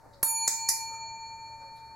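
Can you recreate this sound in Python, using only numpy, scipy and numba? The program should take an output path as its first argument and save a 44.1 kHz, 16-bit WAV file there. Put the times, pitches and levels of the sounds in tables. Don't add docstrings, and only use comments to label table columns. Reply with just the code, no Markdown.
import sys
import numpy as np
from scipy import signal
from scipy.fft import rfft, irfft
from scipy.io import wavfile
from scipy.ndimage import minimum_filter1d
from numba import njit

SR = 44100
rng = np.random.default_rng(int(sys.argv[2]) if len(sys.argv) > 2 else 0)


def log_audio(samples):
    frames = np.atleast_2d(samples).T
    limited = np.clip(frames, -1, 1)
    pcm = np.round(limited * 32767).astype(np.int16)
    wavfile.write(sys.argv[1], SR, pcm)


N = 85995

# frequency_hz, relative_db
AIR_COLOUR = [(25, 0.5), (45, -11), (70, 3.5), (110, -4.5), (150, -4), (300, -10.5), (600, -7.5),
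              (1000, -11.5), (1800, -15), (2500, -29.5), (4500, -26.5), (7000, -28), (12000, -32),
              (16000, -37.5)]
# start_s, length_s, start_pitch_hz, end_pitch_hz, level_db
DOG_WHINES = [(0.084, .16, 595, 535, -61), (0.94, .24, 649, 652, -64), (1.471, 0.24, 618, 541, -60)]
# centre_s, spread_s, centre_hz, width_hz, level_db
PAW_SCUFFS = [(0.051, 0.017, 704, 756, -56), (0.141, .006, 4250, 1577, -59), (0.932, .03, 1266, 250, -61.5),
              (0.933, 0.021, 490, 200, -59.5), (.935, .022, 6900, 7000, -62),
              (1.631, 0.019, 750, 1190, -60), (1.62, 0.017, 4220, 2200, -71),
              (1.778, 0.014, 3860, 1490, -64.5), (1.768, 0.01, 10600, 4000, -69)]
# frequency_hz, relative_db
BODY_COLOUR = [(30, -11.5), (120, 12.5), (300, -23.5), (600, 9), (1300, -3.5), (3000, -39), (16000, -40.5)]
# snap_s, level_db, build_s, t60_s, thud_db, pan_db
CLICKER_SNAPS = [(.4801, -12, .0019, .007, -17.5, -1), (.6913, -14.3, .0022, .007, -22, -1)]
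# frequency_hz, relative_db
PRESS_COLOUR = [(300, -24), (1100, -24), (1900, -7.5), (2700, -20.5), (4500, -7.5), (5700, -4.5),
                (7000, 5.5), (8500, -3), (10000, -12), (12000, -7.5), (13200, -24.5), (16000, -15.5)]
# frequency_hz, relative_db
RELEASE_COLOUR = [(300, -30), (1500, -29), (1830, -6), (2500, -19), (3700, -21), (4600, -1.5), (6800, 2.5),
                  (8200, -4.5), (9500, -1), (10300, -1), (11000, 4.5), (11600, -4), (12400, -2.5),
                  (13300, -15.5), (16000, -20)]
# start_s, level_db, thud_db
BELL_KNOCKS = [(.2288, -18.5, -30), (.2315, -9.5, -19)]
# frequency_hz, relative_db
METAL_COLOUR = [(300, -12), (900, -4), (1500, -3.5), (2400, -14.5), (3500, -5.5), (4500, -11), (7000, -11),
                (9000, -5), (9800, 3), (10600, -8.5), (11400, 5.5), (12300, -4), (13200, 5), (14200, -15.5),
                (16000, -11)]
# pitch_hz, relative_db, t60_s, pan_db, left_lead_s,
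# twin_offset_hz, twin_relative_db, twin_pan_db, swell_s
DOME_MODES = [(900, -33.8, 8.2, 2.2, 7e-5, -9.95, -13, 1.4, 0),
              (2369.8, -36.8, 4.4, 3, 1e-5, -13.75, -9.5, -3, .19),
              (4369.6, -33, 4.3, -.4, 0, -4.8, -9.5, -2, .09),
              (6855.4, -23.2, 1.92, -.7, -9e-6, 15.3, -10, -7, .14), (8181, -27.5, .27, 0, 0, 6, -12, 0, 0),
              (9813, -19.5, .62, -8, 1.2e-5, 13, -14, 0, 0), (11402, -22, .23, -5, 1.5e-5, 50, -6, -3, 0),
              (13174, -20, .34, -2, 1.8e-5, 13, -6, 4, 0)]
# pitch_hz, relative_db, t60_s
DOME_OVERTONES = [(1798, -61, 7), (3763, -47, .3)]

ROOM_T60_S, ROOM_GAP_S, ROOM_BUILD_S = .35, .0016, .003
AIR_DB, AIR_SIDE_DB, HUM_HZ, HUM_DB = -60, -5.5, 114, -62
CASE_DB, CASE_T60_S = -4.5, .098
EARLIER_STRIKE_S, STRIKE_S, BELL_DB = -3.5, .2314, .65
SWELL_START = .3
DIP_HZ, DIP_WIDTH_HZ, DIP_DB, HIGH_CUT_HZ = 3147, 361, -12.5, 15900
LIMIT_DB, LIMIT_ATTACK_S, LIMIT_RELEASE_S = -8.8, .0004, .075


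def undb(db):
    return 10 ** (np.asarray(db) / 20)


def since(start_s):
    return np.arange(N) / SR - start_s


def pan(db):
    return undb(np.array([[db], [-db]]) / 2)


def fade(t, t60_s):
    return (t >= 0) * np.exp(-np.log(1000) * np.maximum(t, 0) / t60_s)


def noise(colour):
    hz, db = np.array(colour).T
    f = np.maximum(np.fft.rfftfreq(N, 1 / SR), 1)
    gain = undb(np.interp(np.log(f), np.log(hz), db))
    x = irfft(rfft(rng.standard_normal(N)) * gain, N)
    return x / x.std()


def in_room(x, wet_db):
    t = since(ROOM_GAP_S)[:SR // 2]
    build = 1 - np.exp(-np.maximum(t, 0) / ROOM_BUILD_S)
    tail = rng.standard_normal((2, len(t))) * fade(t, ROOM_T60_S) * build
    tail /= np.sqrt(np.sum(tail ** 2, axis=1, keepdims=True))
    return x + undb(wet_db) * signal.fftconvolve(np.atleast_2d(x), tail, axes=1)[:, :N]


def room_tone():
    rush = noise(AIR_COLOUR) + undb(AIR_SIDE_DB) * noise(AIR_COLOUR) * np.array([[1], [-1]])
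    drift = np.interp(np.arange(N), np.linspace(0, N, 20), rng.standard_normal(20))
    hum = np.sin(2 * np.pi * np.cumsum(HUM_HZ * (1 + .016 * drift)) / SR)
    return pan(db=2) * (undb(AIR_DB) * rush + undb(HUM_DB) * hum)


def whines():
    out = 0
    for start_s, length_s, start_hz, end_hz, db in DOG_WHINES:
        progress = np.clip(since(start_s) / length_s, 0, 1)
        arch = np.sqrt(4 * progress * (1 - progress))
        pitch_hz = start_hz + (end_hz - start_hz) * progress
        out = out + undb(db) * arch * np.sin(2 * np.pi * np.cumsum(pitch_hz) / SR)
    return in_room(out, wet_db=-5.5)


def paws():
    out, f = 0, np.fft.rfftfreq(N, 1 / SR)
    for centre_s, spread_s, hz, width_hz, db in PAW_SCUFFS:
        rub = irfft(rfft(rng.standard_normal(N)) / (1 + (2 * (f - hz) / width_hz) ** 2), N)
        swell = np.exp(-.5 * (since(centre_s) / spread_s) ** 2)
        out = out + undb(db) * rub / rub.std() * swell
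    return in_room(out, wet_db=0)


def thud(start_s, db):
    push = fade(since(start_s), t60_s=.005) * noise(BODY_COLOUR)
    return undb(db) * in_room(push, wet_db=-10)


def clicker():
    out = 0
    for row, colour in zip(CLICKER_SNAPS, (PRESS_COLOUR, RELEASE_COLOUR)):
        snap_s, db, build_s, t60_s, thud_db, pan_db = row
        t = since(snap_s)
        buckle = (t < 0) * np.exp(-.5 * (t / build_s) ** 2)
        case = undb(CASE_DB) * fade(t, CASE_T60_S)
        snap = in_room((buckle + fade(t, t60_s) + case) * noise(colour), wet_db=-2)
        out = out + pan(pan_db) * undb(db) * snap + thud(snap_s, thud_db)
    return out


def plunger():
    out = 0
    for start_s, db, thud_db in BELL_KNOCKS:
        knock = in_room(fade(since(start_s), t60_s=.018) * noise(METAL_COLOUR), wet_db=-7)
        out = out + pan(db=-3) * undb(db) * knock + thud(start_s, thud_db)
    return out


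def mode(t, hz, db, t60_s, lead_s=0):
    ear_time = t + lead_s * np.array([[.5], [-.5]])
    return undb(db) * fade(t, t60_s) * np.sin(2 * np.pi * hz * ear_time)


def bell():
    ring = 0
    for t in since(EARLIER_STRIKE_S), since(STRIKE_S):
        for hz, db, t60_s, pan_db, lead_s, offset_hz, twin_db, twin_pan_db, swell_s in DOME_MODES:
            main = pan(pan_db) * mode(t, hz, db, t60_s, lead_s)
            twin = pan(twin_pan_db) * mode(t, hz + offset_hz, db + twin_db, t60_s)
            swell = 1 - (1 - SWELL_START) * np.exp(-np.maximum(t, 0) / swell_s) if swell_s else 1
            ring = ring + swell * (main + twin)
    overtones = sum(mode(since(STRIKE_S), hz, db, t60_s) for hz, db, t60_s in DOME_OVERTONES)
    return undb(BELL_DB) * in_room(ring + overtones, wet_db=-20)


def scene():
    return bell() + plunger() + clicker() + paws() + whines() + room_tone()


def record(dry):
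    f = np.fft.rfftfreq(N, 1 / SR)
    dip = undb(DIP_DB * np.exp(-.5 * ((f - DIP_HZ) / DIP_WIDTH_HZ) ** 2))
    x = irfft(rfft(dry) * dip, N)
    threshold = float(undb(LIMIT_DB))
    peaks = -minimum_filter1d(-np.abs(x).max(axis=0), size=89)
    level = follow_level(peaks, threshold)
    high_cut = signal.ellip(8, .2, 80, HIGH_CUT_HZ, fs=SR, output="sos")
    return signal.sosfilt(high_cut, x * threshold / level)


@njit
def follow_level(peaks, threshold):
    attack = 1 - np.exp(-1 / (LIMIT_ATTACK_S * SR))
    release = 1 - np.exp(-1 / (LIMIT_RELEASE_S * SR))
    out, level = np.empty(len(peaks)), threshold
    for i in range(len(peaks)):
        target = max(peaks[i], threshold)
        level += (target - level) * (attack if target > level else release)
        out[i] = level
    return out


dry = scene()
out = record(dry)
log_audio(out)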